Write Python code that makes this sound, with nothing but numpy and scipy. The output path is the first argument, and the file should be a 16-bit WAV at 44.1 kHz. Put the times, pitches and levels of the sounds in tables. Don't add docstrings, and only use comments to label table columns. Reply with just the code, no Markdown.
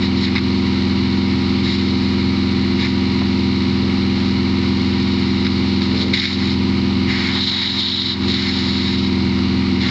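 import sys
import numpy as np
from scipy import signal
from scipy.fft import rfft, irfft
from scipy.io import wavfile

SR = 44100
rng = np.random.default_rng(int(sys.argv[2]) if len(sys.argv) > 2 else 0)


def to_wav(sig):
    pcm = np.clip(np.atleast_2d(sig), -1, 1) * 32767
    pcm = np.round(pcm).astype(np.int16)
    wavfile.write(sys.argv[1], SR, pcm.T)


def rack_gain(trim_db):
    fader = np.asarray(trim_db, float)
    return 10 ** (fader / 20)


N = 436590


def rms_one(x):
    return x / np.sqrt(np.mean(x ** 2) + 1e-20)


def drift(rate_hz):
    r = np.exp(-2 * np.pi * rate_hz * 20 / SR)
    noise = rng.standard_normal(N // 20 + 4002)
    slow = signal.lfilter([1], [1, -2 * r, r * r], noise)[4000:]
    return np.interp(np.arange(N) / 20, np.arange(len(slow)), rms_one(slow))


def coloured(x, spectrum):
    hz, level_db = np.transpose(spectrum)
    log_hz = np.log(np.fft.rfftfreq(N, 1 / SR) + 1)
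    shape = rack_gain(np.interp(log_hz, np.log(hz), level_db))
    return rms_one(irfft(rfft(x) * shape, N))


def band(x, low_hz, high_hz):
    return signal.sosfilt(signal.butter(4, [low_hz, high_hz], "band", fs=SR, output="sos"), x)


TAILPIPE, TAILPIPE_LEAD_RAD = (4, 7, 8), 1.95
FAN_END, FAN_END_LEAD_RAD = (6, 9, 10, 13, 17), -2.8


def tones(turn, partials, wobble_db, slip_rad):
    out = 0
    for k, level_db in partials:
        lead = TAILPIPE_LEAD_RAD * (k in TAILPIPE) + FAN_END_LEAD_RAD * (k in FAN_END)
        level = rack_gain(level_db + wobble_db * drift(11.0))
        out = out + level * np.cos(k * turn + lead + slip_rad * drift(1.6))
    return np.sqrt(2) * out


# f/Hz, level/dB per Hz
RUMBLE_SPECTRUM = [(15, -22), (30, -2.5), (60, -13), (100, -15.5), (150, -6), (250, -5.5), (350, 0.5),
                   (420, -10.5), (600, -24), (900, -58)]


def rumble():
    return rack_gain(-34.5) * coloured(rng.standard_normal(N), RUMBLE_SPECTRUM)


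# f/Hz, level/dB per Hz
CLATTER_SPECTRUM = [(350, -33), (500, -5.5), (650, -11), (780, -6), (960, -5), (1250, -2.5), (1650, -11),
                    (2180, 0.5), (2580, -7), (2880, -2.5), (3250, -9), (4150, 1.5), (5200, -11),
                    (6200, -24), (9000, -39.5)]
CLATTER_DB, REPEAT_DB = -28.5, -17.5


def clatter(turn):
    throb_db = 0.41 * np.cos(8 * turn) + 0.63 * np.cos(2 * turn) + 0.83 * np.cos(3 * turn + 2.6)
    throb_db = throb_db + 0.29 * drift(23)
    contacts = rng.standard_normal(256)
    turn_part = turn / (2 * np.pi) % 1
    repeated = rms_one(np.interp(turn_part, np.arange(256) / 256, contacts, period=1))
    noise = rack_gain(throb_db) * rng.standard_normal(N) + rack_gain(REPEAT_DB) * repeated
    return rack_gain(CLATTER_DB) * coloured(noise, CLATTER_SPECTRUM)


# multiple of shaft speed, level/dB rms
MESH_WHINE = [(32, -68.5), (36, -47.5), (42, -54), (44, -43), (45, -52.5), (47, -63), (99, -60.5),
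              (104, -46)]
# multiple of shaft speed, level/dB rms
PUMP_SHAFT = [(5.849, -37), (8.224, -46), (11.698, -41), (16.448, -46), (19.84, -56)]


def gears(turn):
    mesh = tones(turn, [(3, -44.5)] + MESH_WHINE, wobble_db=0.0, slip_rad=0.55)
    return mesh + tones(turn, PUMP_SHAFT, wobble_db=4.5, slip_rad=0.24)


# t/s, speed/turns per s
SHAFT_SPEED = [(0.0, 21.733), (0.6, 21.713), (1.2, 21.785), (2.4, 21.799), (3.0, 21.777), (6.0, 21.802),
               (7.8, 21.856), (8.4, 21.825), (8.7, 21.668), (9.0, 21.631), (9.3, 21.548), (9.6, 21.546),
               (9.9, 21.437)]
# multiple of shaft speed, level/dB
SHAFT_ORDERS = [(1, -32), (2, -29), (3, -27), (4, -5), (5, -11), (6, -14), (7, -17), (8, -19), (9, 0),
                (10, -14), (11, -7.5), (12, -3), (13, -15), (14, -18), (15, -12), (16, -10), (17, -16),
                (18, -29), (19, -32), (20, -30), (21, -28), (22, -33)]
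ORDERS_DB = -20
LOPE_DB, LOPE_LEAD_RAD = 0.95, 1.9


def engine():
    t, turns_per_s = np.transpose(SHAFT_SPEED)
    turn = 2 * np.pi * np.cumsum(np.interp(np.arange(N) / SR, t, turns_per_s)) / SR
    low = tones(turn, SHAFT_ORDERS[3:8], wobble_db=0.6, slip_rad=0.07)
    high = tones(turn, SHAFT_ORDERS[8:], wobble_db=0.6, slip_rad=0.07)
    lope = rack_gain(LOPE_DB * np.cos(turn + LOPE_LEAD_RAD))
    return rack_gain(ORDERS_DB) * (low + lope * high) + gears(turn) + rumble() + clatter(turn)


# start t/s, end t/s, level/dB
PANEL_BUZZES = [
    (1.8, 1.994, -6),
    (3.42, 3.58, -13),
    (3.72, 3.93, -6),
    (5.87, 6.168, -0.5),
]
# multiple of firing rate, level/dB rms
PANEL_PARTIALS = [(5, -32.5), (6, -44), (7, -44)]
FIRING_HZ = 87.1


def buzz():
    t = np.arange(N) / SR
    swell = 0
    for start, end, level_db in PANEL_BUZZES:
        rise = np.clip((t - start) / 0.098, 0, 1)
        fall = np.clip((end - t) / 0.036, 0, 1)
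        swell = swell + rack_gain(level_db) * rise * fall
    return swell * tones(2 * np.pi * FIRING_HZ * t, PANEL_PARTIALS, wobble_db=3.0, slip_rad=0.53)


# t/s, peak level/dB, struck part f/Hz, t60/s, hardness/dB
TOOL_KNOCKS = [(.353, -13.5, 1094, 0.065, -1.5), (0.3583, -15.5, 2090, 0.032, -2),
               (0.3618, -8.5, 2320, 0.051, -7.5), (0.3687, -11, 1700, 0.059, -8.5),
               (0.3805, -10, 1190, 0.028, 0.5), (.387, -16.5, 1920, 0.059, -5),
               (3.210, -24, 1200, 0.034, -20), (3.215, -9.5, 700, 0.054, -26),
               (5.447, -21.5, 1510, 0.06, 5.5), (5.455, -20, 1930, 0.033, -1),
               (5.466, -14.5, 1450, 0.05, 3), (5.818, -17.5, 1880, 0.065, 3), (6.137, -12, 2140, .06, 3),
               (6.174, -13.5, 2020, 0.064, 9), (6.198, -15.5, 2120, 0.022, 16),
               (6.254, -3.5, 2060, 0.026, 1.5), (6.329, -16.5, 2200, 0.022, 9.5),
               (7.106, -26, 2150, 0.032, -7), (8.018, -14.5, 2220, 0.023, 12.5),
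               (8.278, -29, 2290, 0.061, 0)]
# f/Hz, level/dB, t60/s
MIC_PORTS = [(2150, 5, 0.016), (3750, 3, 0.02), (4860, -4, 0.0067)]


def knocks():
    out, t = np.zeros(N + SR), np.arange(SR // 8) / SR
    contact = 1 - np.exp(-t / 0.0004)
    for s, peak_db, hz, t60_s, hard_db in TOOL_KNOCKS:
        rattle = rng.standard_normal(len(t)) * rack_gain(-60 * t / t60_s)
        part, port_1, port_2, port_3 = [rack_gain(level_db - 60 * t / ring_s) * np.sin(2 * np.pi * f * t)
                                        for f, level_db, ring_s in [(hz, 0, 0.012)] + MIC_PORTS]
        low = part + min(hz / 1300, 1) ** 2 * port_1
        low = low + 2 * band(rattle, hz * 0.75, min(hz * 2.0, 2700))
        high = port_2 + port_3 + 2 * band(rattle, 3500, 5160)
        start = round(s * SR)
        out[start:start + len(t)] += rack_gain(peak_db - 4) * contact * (low + rack_gain(hard_db) * high)
    return band(out[:N], 590, 11000)


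JET_ON_S, JET_OFF_S = 0.016, 0.035
OVERSPRAY_DB = -47


def bursts(rows):
    t = np.arange(N // 20 + 2) * 20 / SR
    power = rack_gain(2 * OVERSPRAY_DB)
    for s, length, from_db, to_db in rows:
        rise = np.clip((t - s) / JET_ON_S, 0, 1)
        fall = np.clip(1 + (s + length - t) / JET_OFF_S, 0, 1)
        slide_db = np.interp(t, [s, s + length], [from_db, to_db])
        power = power + (rise * fall) ** 2 * rack_gain(2 * slide_db)
    return np.interp(np.arange(N) / SR, t, power)


# f/Hz, level/dB per Hz
SPRAY_SPECTRUM = [(450, -35.5), (900, -18.5), (1650, -22.5), (2150, -9), (2650, -24.5), (2950, -9.5),
                  (3350, -10.5), (3850, 6.5), (4600, -11), (5300, -12), (5700, -26.5), (6300, -30),
                  (6800, -20), (9000, -49.5)]
# low f/Hz, high f/Hz, level/dB under spray, roar, whistle, drumming
STRIKE_BANDS = [(450, 1550, -22, -22.5, -28, -2), (1564, 2650, -14.5, -2, -25, -7),
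                (2634, 3360, -13, -12.5, -14, -4), (3170, 4610, -4, -9.5, -3, -11),
                (4330, 6100, -6.5, -8.5, -17.5, -10), (5840, 15100, -23.5, -24, -33.5, -20.5)]
# start t/s, length/s, start level/dB, end level/dB
SPRAY_BURSTS = [(0.0, 0.057, -32, -26), (.15, 0.097, -36, -21.5), (.3, 1.3, -40, -38),
                (1.63, 0.12, -26.5, -23), (2.0, 2.1, -37, -40), (9.1, 0.38, -39, -38.5),
                (1.77, 0.36, -29, -35.5), (2.79, 0.11, -25, -28.5), (4.15, 0.17, -35.5, -31.5),
                (4.6, 1.5, -35, -32), (6.36, .17, -28, -26), (5.81, 0.064, -25, -29),
                (5.94, .08, -32.5, -20), (6.128, .08, -16.5, -16.5), (6.22, .12, -15, -20),
                (7.08, .2, -31.5, -22), (7.3, 0.19, -26.5, -13), (7.46, 0.35, -17, -14),
                (7.78, .34, -15, -17), (8.15, 0.11, -29, -28.5), (8.268, .35, -20, -20),
                (8.625, .32, -21, -22.5), (8.96, 0.12, -26, -27.5), (9.8, .2, -25.5, -25.5)]
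# start t/s, length/s, start level/dB, end level/dB
ROAR_BURSTS = [(0.013, 0.028, -23.5, -28), (0.205, 0.076, -30, -28), (.3, 5.1, -42.5, -38.5),
               (9.0, .75, -38.5, -39.5), (1.647, 0.16, -28, -33), (2.776, 0.075, -30, -20.5),
               (4.9, 1.1, -41.5, -39.5), (5.934, 0.13, -29, -35), (6.126, .07, -20.5, -18.5),
               (6.21, .09, -11, -22.5), (6.345, .18, -30.5, -30.5), (7.075, 0.23, -21, -21),
               (7.32, 0.22, -26, -28.5), (7.501, .16, -21.5, -18), (7.672, 0.5, -22.5, -30.5),
               (8.279, .22, -27.5, -22.5), (8.52, .42, -29, -31), (9.796, .2, -26, -21)]
# start t/s, length/s, start level/dB, end level/dB
WHISTLE_BURSTS = [
    (7.297, 0.14, -21, -13.5),
    (7.463, 0.24, -13, -10),
    (7.774, 0.352, -8.5, -13),
    (8.264, .1, -31, -15),
]
# start t/s, length/s, start level/dB, end level/dB
DRUM_BURSTS = [
    (2.79, .08, -34, -33.5),
    (6.18, 0.15, -48, -34),
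    (7.087, .3, -33.5, -26),
    (7.5, 0.76, -27, -36),
    (8.303, 0.64, -34, -40),
    (9.833, 0.12, -34.5, -30.5),
]


def jet():
    ways = [bursts(rows) for rows in (SPRAY_BURSTS, ROAR_BURSTS, WHISTLE_BURSTS, DRUM_BURSTS)]
    hits = rng.random(N) < 20000 / SR
    drops = rng.standard_normal(N) * rack_gain(1.2 * rng.exponential(1, N)) * hits
    flutter = rack_gain(0.11 * drift(25) + 0.63 * drift(150))
    spray = coloured(flutter * drops, SPRAY_SPECTRUM)
    out = 0
    for low_hz, high_hz, *weights_db in STRIKE_BANDS:
        power = sum(way * rack_gain(2 * weight_db) for way, weight_db in zip(ways, weights_db))
        level = np.sqrt(power) * rack_gain(0.74 * drift(38))
        out = out + level * rms_one(band(spray, low_hz, high_hz))
    return out


def scene():
    return (engine() + buzz() + knocks() + jet())[None]


KNEE_DB, SQUEEZE, MAKEUP_DB = -17.5, 0.86, 1.64
TREBLE_EAR_DB = 6.5
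SENSE_S, RECOVER_DB_PER_S = 0.016, 83


def gain(x):
    heard = x + (rack_gain(TREBLE_EAR_DB) - 1) * band(x, 1000, 8000)
    r = np.exp(-1 / (SENSE_S * SR))
    run_in = np.concatenate([heard[SR // 2:0:-1], heard]) ** 2
    power = signal.lfilter([(1 - r) ** 2], [1, -2 * r, r * r], run_in)[-N:]
    over_db = np.maximum(10 * np.log10(power + 1e-12) - KNEE_DB, 0)
    recovery_db = RECOVER_DB_PER_S * np.arange(N) / SR
    held_db = np.maximum.accumulate(over_db + recovery_db) - recovery_db
    return rack_gain(MAKEUP_DB - SQUEEZE * held_db)


def low_pass(x):
    return signal.sosfilt(signal.butter(12, 8890, fs=SR, output="sos"), x)


def record(dry):
    x = 1.3 * np.tanh(gain(dry[0]) * dry / 1.3)
    ticks = rng.standard_normal(N) * (rng.random(N) < 150 / SR)
    x = x + rack_gain(-77.5) * rms_one(band(ticks, 5100, 11000))
    x = signal.sosfilt(signal.butter(10, 8100, fs=SR, output="sos"), x)
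    return low_pass(x)


dry = scene()
out = record(dry)
to_wav(out)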